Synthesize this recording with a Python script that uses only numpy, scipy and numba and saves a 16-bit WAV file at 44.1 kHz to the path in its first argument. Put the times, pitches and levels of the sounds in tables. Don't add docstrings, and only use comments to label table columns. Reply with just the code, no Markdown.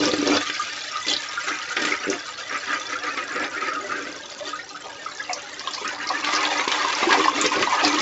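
import sys
import numpy as np
from scipy import signal
from scipy.fft import irfft
from scipy.io import wavfile
from numba import njit

SR = 44100
rng = np.random.default_rng(int(sys.argv[2]) if len(sys.argv) > 2 else 0)


def output_pcm(signal):
    pcm = np.clip(np.atleast_2d(signal).T, -1, 1) * 32767
    wavfile.write(sys.argv[1], SR, np.round(pcm).astype(np.int16))


N = 353241
TIME = np.arange(N) / SR
SURGE_RISE_S, SURGE_FADE_S = .015, .021
# (start [s], length [s], churn level [dB])
WAVES = [(1.455, 0.068, -26.5), (1.765, 0.12, -30), (1.913, 0.025, -25.5), (1.99, 0.069, -29.5),
         (2.486, 0.076, -27.5), (2.662, 0.092, -24.5), (2.882, 0.052, -32), (3.026, 0.066, -27.5),
         (3.155, 0.041, -27.5), (3.293, 0.082, -28.5), (3.371, 0.076, -29), (3.533, 0.17, -27),
         (3.885, 0.075, -29), (5.841, 0.04, -27), (5.99, 0.039, -31), (6.119, 0.034, -27),
         (6.325, 0.12, -30), (6.566, 0.031, -33), (7.094, 0.038, -22.5), (7.447, 0.017, -25),
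         (7.748, 0.049, -27)]


def amp(db):
    return 10 ** (np.asarray(db) / 20)


def evened(x):
    return x / np.sqrt(np.mean(x ** 2) + 1e-20)


def at_pitch(points, hz):
    pitches, values = np.transpose(points)
    return np.interp(np.log(hz + 1), np.log(pitches), values)


def curves(rows):
    times, *columns = np.transpose(rows)
    return [np.interp(TIME, times, column) for column in columns]


def add(mix, start_s, sound):
    part = mix[max(round(start_s * SR), 0):][:len(sound)]
    part += sound[:len(part)]


def band_noise(lo_hz, hi_hz):
    band = signal.butter(2, [lo_hz, hi_hz], "band", fs=SR, output="sos")
    return evened(signal.sosfilt(band, rng.standard_normal(N)))


def colour(x, db_at, size=8192):
    hz = abs(np.fft.fftfreq(size, 1 / SR))
    log_gain = np.log(amp(np.maximum(db_at(hz), -90)))
    taps = np.fft.ifft(np.exp(np.conj(signal.hilbert(log_gain)))).real
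    return signal.oaconvolve(x, taps[:size // 2])[:N]


def bowl(x):
    # (pitch [Hz], width [Hz], boost [dB])
    resonances = [(296, 26, 12.5), (392.7, 33, 10), (505, 76, 9.5), (587, 70, 8.5), (750, 4, 12),
                  (1031, 110, -8), (1232, 69, 8.5), (1624, 25, 7), (1992, 17, 8), (3482, 46, 7)]
    return colour(x, lambda hz: sum(db / (1 + (2 * (hz - f) / width) ** 2) for f, width, db in resonances))


@njit
def ring(starts, hz, peaks, fades_s, glides, onset):
    out = np.zeros(N)
    for k in range(len(starts)):
        life = fades_s[k] * SR
        step = 2 * np.pi * hz[k] / SR
        turn = np.exp(1j * step - 1 / life)
        bend = np.exp(1j * step * glides[k] / life)
        opening = np.exp(-1 / (onset * life))
        tone, closed = peaks[k] + 0j, 1.
        for i in range(starts[k], min(starts[k] + int(5 * life), N)):
            out[i] += tone.imag * (1 - closed)
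            tone *= turn
            turn *= bend
            closed *= opening
    return out


def surge_power(starts_s, lengths_s, levels_db, swell_db=0):
    power = np.zeros(N)
    for start, length, db in zip(starts_s, lengths_s, levels_db):
        t = TIME[:int((length + .2) * SR)]
        shape = np.minimum(t / SURGE_RISE_S, 1) * np.exp(-np.maximum(t - length, 0) / SURGE_FADE_S)
        growth_db = swell_db * (np.minimum(t / length, 1) - .5)
        add(power, start, (amp(db + growth_db) * shape) ** 2)
    return power


def water_levels():
    # (time [s], plunge [dB], gurgle [dB], churn [dB], spray [dB])
    flow = [(0.0, -21.5, -36.5, -35.5, -30.5), (0.45, -46.5, -49, -30, -32),
            (0.85, -54.5, -46.5, -36.5, -33.5), (1.65, -54.5, -45.5, -32, -36), (2.3, -56, -46.5, -37, -38),
            (2.8, -49.5, -44, -34.5, -35.5), (3.4, -43.5, -44, -33.5, -41), (4.05, -39, -45, -34.5, -40.5),
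            (4.28, -51, -45.5, -44, -39.5), (4.7, -50.5, -49.5, -42.5, -42.5), (5.55, -50.5, -45, -39, -40),
            (5.82, -48, -39.5, -39, -36), (6.0, -45, -43.5, -36, -42), (6.32, -37.5, -27.5, -28, -29.5),
            (6.95, -40, -30, -28, -29), (7.35, -30, -29.5, -27, -28), (8.0, -49, -28, -28.5, -31.5)]
    # (start [s], length [s], plunge [dB], spray [dB])
    gushes = [(0.0, 0.085, -30, -28.5), (0.249, 0.089, -25, -28.5), (0.332, 0.034, -23, -23.5),
              (1.063, 0.078, -35.5, -32.5), (1.475, 0.028, -37, -31), (1.765, 0.17, -36, -32.5),
              (2.098, 0.055, -33.5, -35.5), (3.362, 0.091, -36, -46.5), (4.442, 0.06, -43, -34.5),
              (6.242, 0.1, -42, -31), (7.158, 0.043, -25, -29), (7.358, 0.026, -29.5, -33.5),
              (7.442, 0.016, -30.5, -24), (7.547, 0.084, -27, -46.5), (7.82, 0.063, -28.5, -25),
              (7.906, 0.11, -29, -30.5)]
    # (middle [s], length [s], dip [dB])
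    lulls = [(1.97, 0.032, -3.5), (3.513, 0.036, -2.5), (6.225, 0.036, -4.5), (6.664, 0.041, -9.5),
             (7.325, 0.049, -6.5), (7.489, 0.04, -6), (7.662, 0.027, -4)]
    # (start [s], length [s], gurgle [dB])
    air_pockets = [(4.401, 0.029, -41.5), (4.834, 0.072, -40), (5.276, 0.079, -37.5), (5.919, 0.053, -35.5),
                   (6.089, 0.025, -27.5), (6.772, 0.092, -29.5), (7, 0.2, -26.5), (7.699, 0.13, -28.5)]
    lull_db = sum(db * np.exp(-(2 * (TIME - middle) / length) ** 2) for middle, length, db in lulls)
    plunge, gurgle, churn, spray = amp(np.array(curves(flow)) + lull_db) ** 2
    starts_s, lengths_s, deep_db, thrown_db = np.transpose(gushes)
    deep = surge_power(starts_s, lengths_s, deep_db)
    thrown = surge_power(starts_s, lengths_s, thrown_db)
    waves = surge_power(*np.transpose(WAVES), swell_db=5.5)
    glugs = surge_power(*np.transpose(air_pockets))
    return 10 * np.log10([
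        plunge + deep + amp(-14.5) ** 2 * waves,
        gurgle + glugs + amp(-17.5) ** 2 * waves + amp(-4.5) ** 2 * deep,
        churn + waves + amp(-1.5) ** 2 * thrown,
        spray + thrown + amp(-14) ** 2 * waves])


def swarm(sizes, level_db, max_per_s, cycles, spread_db, glide, spatter_db, slosh_db, tilt_db,
          thinning=.45, count=24000):
    when, pitch, strength, damping, slide, chance = rng.random((count, 6)).T
    busy = amp(thinning * (level_db - level_db.max()))
    starts = (when * N).astype(np.int64)
    born = chance < max_per_s * busy[starts] * TIME[-1] / count
    lo, hi = sizes[0][0], sizes[-1][0]
    hz = lo * (hi / lo) ** pitch
    fades_s = cycles / hz * 2 ** (2 * damping - 1)
    peaks = amp(at_pitch(sizes, hz) + spread_db * np.minimum(-np.log(1 - strength), 4)) * hz / hi
    peaks *= amp(tilt_db[starts] * np.log2(hz / np.sqrt(lo * hi)))
    glides = glide * (slide - .3)
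    bubbles = ring(starts[born], hz[born], peaks[born], fades_s[born], glides[born], onset=.14)
    impacts = rng.standard_normal(N) * amp(3.07 * np.minimum(rng.exponential(1, N), 5))
    impacts *= rng.random(N) < 5000 * busy / SR
    spatter = colour(
        impacts, lambda f: at_pitch(sizes, f) - 40 * abs(np.log2((f + 1) / np.clip(f + 1, lo, hi))))
    water = bowl((evened(bubbles) + amp(spatter_db) * evened(spatter)) * amp(slosh_db))
    power = signal.oaconvolve(water ** 2, signal.windows.hann(SR // 11), "same")
    return amp(level_db) * evened(water / np.sqrt(abs(power) + 1e-12))


def rush(plunge_db, gurgle_db, churn_db, spray_db):
    # (pitch [Hz], level [dB])
    plunge_sizes = [(60, -30), (105, -9.5), (175, -16), (240, -1.5), (310, 7), (450, -2.5), (620, -8)]
    gurgle_sizes = [(430, -13), (570, -6.5), (800, 0.5), (1050, 9), (1250, -13)]
    churn_sizes = [(1080, -11.5), (1220, 2.5), (1750, 4.5), (2250, 1), (2900, -7.5)]
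    spray_sizes = [(2100, -5), (2750, 0), (4500, -1), (6000, -2.5), (8000, -10.5)]
    # (time [s], tilt [dB per octave])
    plunge_tilts = [(0.3, -6.5), (2.0, -3), (4.5, -1.7), (7.0, -2)]
    # (time [s], tilt [dB per octave])
    gurgle_tilts = [(0, -5.5), (.7, -4), (4.9, -9.5), (6.2, 16.5)]
    plunge_tilt, = curves(plunge_tilts)
    gurgle_tilt, = curves(gurgle_tilts)
    churn_tilt = .47 * gurgle_tilt + wave_tilt()
    spray_tilt = -.42 * (spray_db - spray_db.mean())
    slosh, lapping_db = band_noise(9.9, 34), 1.03 * band_noise(6, 14)
    plunge = swarm(plunge_sizes, plunge_db - .6, max_per_s=920, cycles=3.74, spread_db=3.5,
                   glide=.0073, spatter_db=-3, slosh_db=2.1 * slosh, tilt_db=plunge_tilt)
    gurgle = swarm(gurgle_sizes, gurgle_db + lapping_db - .32, max_per_s=380, cycles=9.7, spread_db=.5,
                   glide=.071, spatter_db=-10, slosh_db=.59 * slosh, tilt_db=gurgle_tilt)
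    churn = swarm(churn_sizes, churn_db + lapping_db - 1.78, max_per_s=2400, cycles=18, spread_db=4.5,
                  glide=.05, spatter_db=-8, slosh_db=1.6 * slosh, tilt_db=churn_tilt, thinning=.85)
    spray = swarm(spray_sizes, spray_db + lapping_db - 1.5, max_per_s=1900, cycles=14, spread_db=4.5,
                  glide=.027, spatter_db=-2, slosh_db=slosh, tilt_db=spray_tilt)
    return plunge + gurgle + churn + spray


def puffs(rows, hz=365, width_s=.0019, bowl_share=.44):
    out, t = np.zeros(N), TIME[:SR // 100] - 2 * width_s
    for middle, db in rows:
        add(out, middle + t[0], amp(db) * np.cos(2 * np.pi * hz * t) * np.exp(-(t / width_s) ** 2))
    return (1 - bowl_share) * out + bowl_share * bowl(out)


def flutter(ends_db=-5, jitter_s=.0002):
    # (start [s], length [s], puff rate [Hz], level [dB])
    runs = [(0.058, 0.034, 86, -21), (0.267, 0.044, 95.4, -17), (1.776, 0.145, 79.9, -28),
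            (2.0716, 0.04, 97, -17)]
    rows = []
    for start, length, rate_hz, db in runs:
        for t in np.arange(0, length, 1 / rate_hz):
            when = start + t + jitter_s * rng.standard_normal()
            rows.append((when, db + ends_db * (2 * t / length - 1) ** 2))
    return puffs(rows)


def bubble_cluster(hz, width, size):
    f = np.fft.rfftfreq(size, 1 / SR) + 1
    strength = np.exp(-.5 * (np.log(f / hz) / np.log(width)) ** 2)
    phases = np.exp(2j * np.pi * rng.random(len(f)))
    return evened(irfft(strength * phases, size))


def slaps(rise_s=.0004, fade_s=.0063, width=1.73, gain_db=-1):
    # (time [s], splash level [dB], pitch [Hz], thud level [dB])
    landings = [(0.137,-20.5,1490,-12.5), (0.228,-28,2500,-16.5), (0.335,-27,2180,-15),
                (0.41,-20.5,1590,-38), (0.498,-19.5,1990,-32), (1.067,-18.5,3000,-34), (1.112,-21,3400,-30),
                (1.127,-22,3600,-34), (1.767,-13,1900,-33), (1.822,-20,3180,-24.5), (1.85,-16,1900,-31),
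                (1.869,-20,2230,-30), (3.175,-21,1720,-30.5), (3.363,-26,1500,-29), (4.07,-29.5,1700,-35),
                (6.245,-18,2400,-37), (6.287,-18.5,1500,-33), (6.595,-15.5,1500,-30), (6.678,-16,2850,-19),
                (6.716,-12.5,2550,-41), (6.848,-26,1300,-29.5), (7.03,-15,1510,-18.5),
                (7.107,-14.5,1890,-20), (7.127,-10.5,2300,-24), (7.443,-15,1900,-17), (7.459,-22,2200,-18),
                (7.604,-23,2010,-24), (7.625,-11,2000,-20), (7.85,-22.5,2770,-27)]
    splashes, t = np.zeros(N), TIME[:SR // 20]
    shape = (1 - np.exp(-t / rise_s)) * np.exp(-t / fade_s)
    for start, db, hz, _ in landings:
        add(splashes, start, amp(db + gain_db) * bubble_cluster(hz, width, len(t)) * shape)
    thuds = puffs([(start + rise_s, thud_db) for start, _, _, thud_db in landings])
    return bowl(splashes) + thuds


def loud_bubbles(gain_db=6.5, glide=-.0058, onset=.48, shed_count=8, shed_within_s=.028, shed_fade_s=.004):
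    # (time [s], pitch [Hz], level [dB], fade time [s])
    plops = [(0.182,292,-18,0.04), (0.287,288,-19.5,0.039), (0.594,1214,-17,0.012), (0.621,1233,-34,0.014),
             (0.925,1217,-27,0.016), (0.955,1267,-19,0.013), (1.088,3430,-19,0.019),
             (1.108,3140,-21.5,0.018), (1.374,1416,-18.5,0.01), (1.706,1446,-19,0.0071),
             (1.921,2140,-11.5,0.0037), (2.953,1375,-21.5,0.01), (3.717,1320,-17.5,0.0039),
             (3.76,1253,-22.5,0.029), (3.835,604,-31.5,0.019), (3.917,1237,-25,0.0053),
             (4.403,585,-27.5,0.016), (4.529,1250,-20.5,0.0096), (4.557,1506,-28,0.0073),
             (4.59,1860,-26.5,0.0071), (4.745,1282,-27.5,0.0074), (5.061,1292,-20.5,0.0063),
             (5.197,1680,-23,0.0086), (5.294,732,-23,0.01), (5.295,2210,-20,0.003), (5.355,577,-32.5,0.031),
             (5.673,1080,-18,0.0053), (5.777,1065,-26.5,0.0064), (5.814,405,-27,0.0052),
             (5.846,1260,-19.5,0.0069), (6.1,756,-25.5,0.019), (6.1,1024,-20.5,0.0065),
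             (6.676,1025,-14.5,0.004), (6.803,1083,-22,0.008), (6.847,1034,-18,0.0035),
             (7.069,354,-13.5,0.01), (7.09,1030,-16,0.0089), (7.143,767,-11,0.0058), (7.151,984,-10,0.0048),
             (7.175,311,-19.5,0.022), (7.197,1040,-16.5,0.006), (7.257,887,-9.5,0.0027),
             (7.281,1057,-5,0.0053), (7.517,1032,-14.5,0.0065), (7.673,966,-11,0.0034),
             (7.724,990,-10.5,0.0048), (7.835,744,-14.5,0.0079), (7.848,296,-17.5,0.036)]
    times, hz, db, fades_s = np.transpose(plops)
    slide, delay, detune = rng.random((len(plops), 3, shed_count)).transpose(1, 2, 0)
    out = ring((times * SR).astype(np.int64), hz, amp(db + gain_db), fades_s, glide * slide[0], onset)
    shed_fades_s, no_glide = np.full(len(plops), shed_fade_s), np.zeros(len(plops))
    for later, octaves in zip(delay, .24 * (2 * detune - .7)):
        starts = ((times + shed_within_s * later) * SR).astype(np.int64)
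        peaks = amp(np.minimum(db, -21) + gain_db - 8 * (1 + later))
        out += ring(starts, hz * 2 ** octaves, peaks, shed_fades_s, no_glide, onset)
    return out


def drops(spray_db, gain_db=1.5, strays_per_s=16, rise_s=.000069, fade_s=.0062, tick_s=.0014, width=1.16):
    # (time [s], level [dB], pitch [Hz])
    loud_drops = [(1.084, -18.5, 4130), (1.136, -20, 4300), (1.165, -21.5, 4060), (2.1, -23.5, 6000),
                  (2.13, -25, 2260), (3.442, -28, 3460), (5.3316, -22.5, 5640), (5.595, -29, 4860),
                  (5.674, -25, 3400), (5.736, -26.5, 4800), (5.747, -23.5, 4750), (5.878, -29, 5700),
                  (6.0716, -27, 5100), (6.09, -23, 4500), (6.351, -21.5, 5200), (6.361, -22, 4850),
                  (6.452, -18, 3630), (6.722, -21, 3120), (7.414, -17.5, 7260), (7.849, -15, 4550)]
    loud = [(start, db + gain_db, hz) for start, db, hz in loud_drops]
    when, pitch, strength = rng.random((int(strays_per_s * TIME[-1]), 3)).T
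    strays_db = spray_db[(when * N).astype(int)] - 3.5 + 3 * np.minimum(-np.log(1 - strength), 3)
    strays = list(zip(when * TIME[-1], strays_db, 2600 + 4200 * pitch))
    out, t = np.zeros(N), TIME[:SR // 40]
    shape = (1 - np.exp(-t / rise_s)) * (np.exp(-t / fade_s) + .66 * np.exp(-t / tick_s))
    for start, db, hz in loud + strays:
        add(out, start, amp(db) * bubble_cluster(hz, width, len(t)) * shape)
    return out


def wave_tilt(first_db_per_octave=-11, last_db_per_octave=11.5):
    tilt_db = np.zeros(N)
    for start, length, _ in WAVES:
        samples = int((length + SURGE_FADE_S) * SR)
        add(tilt_db, start, np.linspace(first_db_per_octave, last_db_per_octave, samples))
    return tilt_db


def echoes(early_db=-11, tail_db=-12, early_fade_s=.031):
    # (pitch [Hz], time to fall by 60 dB [s])
    ring_times = [(150, 0.046), (1000, 0.1), (7000, 0.063)]
    t = TIME[:SR // 2]
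    bounces = rng.choice([-1., 1.], len(t)) * (rng.random(len(t)) < 3000 / SR) * (t > .008)
    hz, age, spectrum = signal.stft(bounces, SR, nperseg=256)
    fading = amp(-60 * age / at_pitch(ring_times, hz)[:, None])
    tail = signal.istft(spectrum * fading, SR, nperseg=256)[1][:len(t)]
    early = rng.standard_normal(len(t)) * np.exp(-t / early_fade_s) * (t > .002)
    return amp(tail_db) * tail / np.linalg.norm(tail) + amp(early_db) * early / np.linalg.norm(early)


def room(x, spots=3):
    shares = np.array([band_noise(1, 5.12) for _ in range(spots)])
    shares /= np.linalg.norm(shares, axis=0)
    return x + sum(signal.oaconvolve(x * share, echoes())[:N] for share in shares)


def scene():
    plunge_db, gurgle_db, churn_db, spray_db = water_levels()
    water = rush(plunge_db, gurgle_db, churn_db, spray_db)
    water += loud_bubbles() + drops(spray_db) + slaps() + flutter()
    rumble = amp(-60.5) * band_noise(69, 190)
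    return (room(water) + rumble)[None]


def record(dry):
    low_pass = signal.firwin(401, cutoff=7680, window=("kaiser", 8), fs=SR)
    return signal.oaconvolve(dry, low_pass[None], "same")


dry = scene()
out = record(dry)
output_pcm(out)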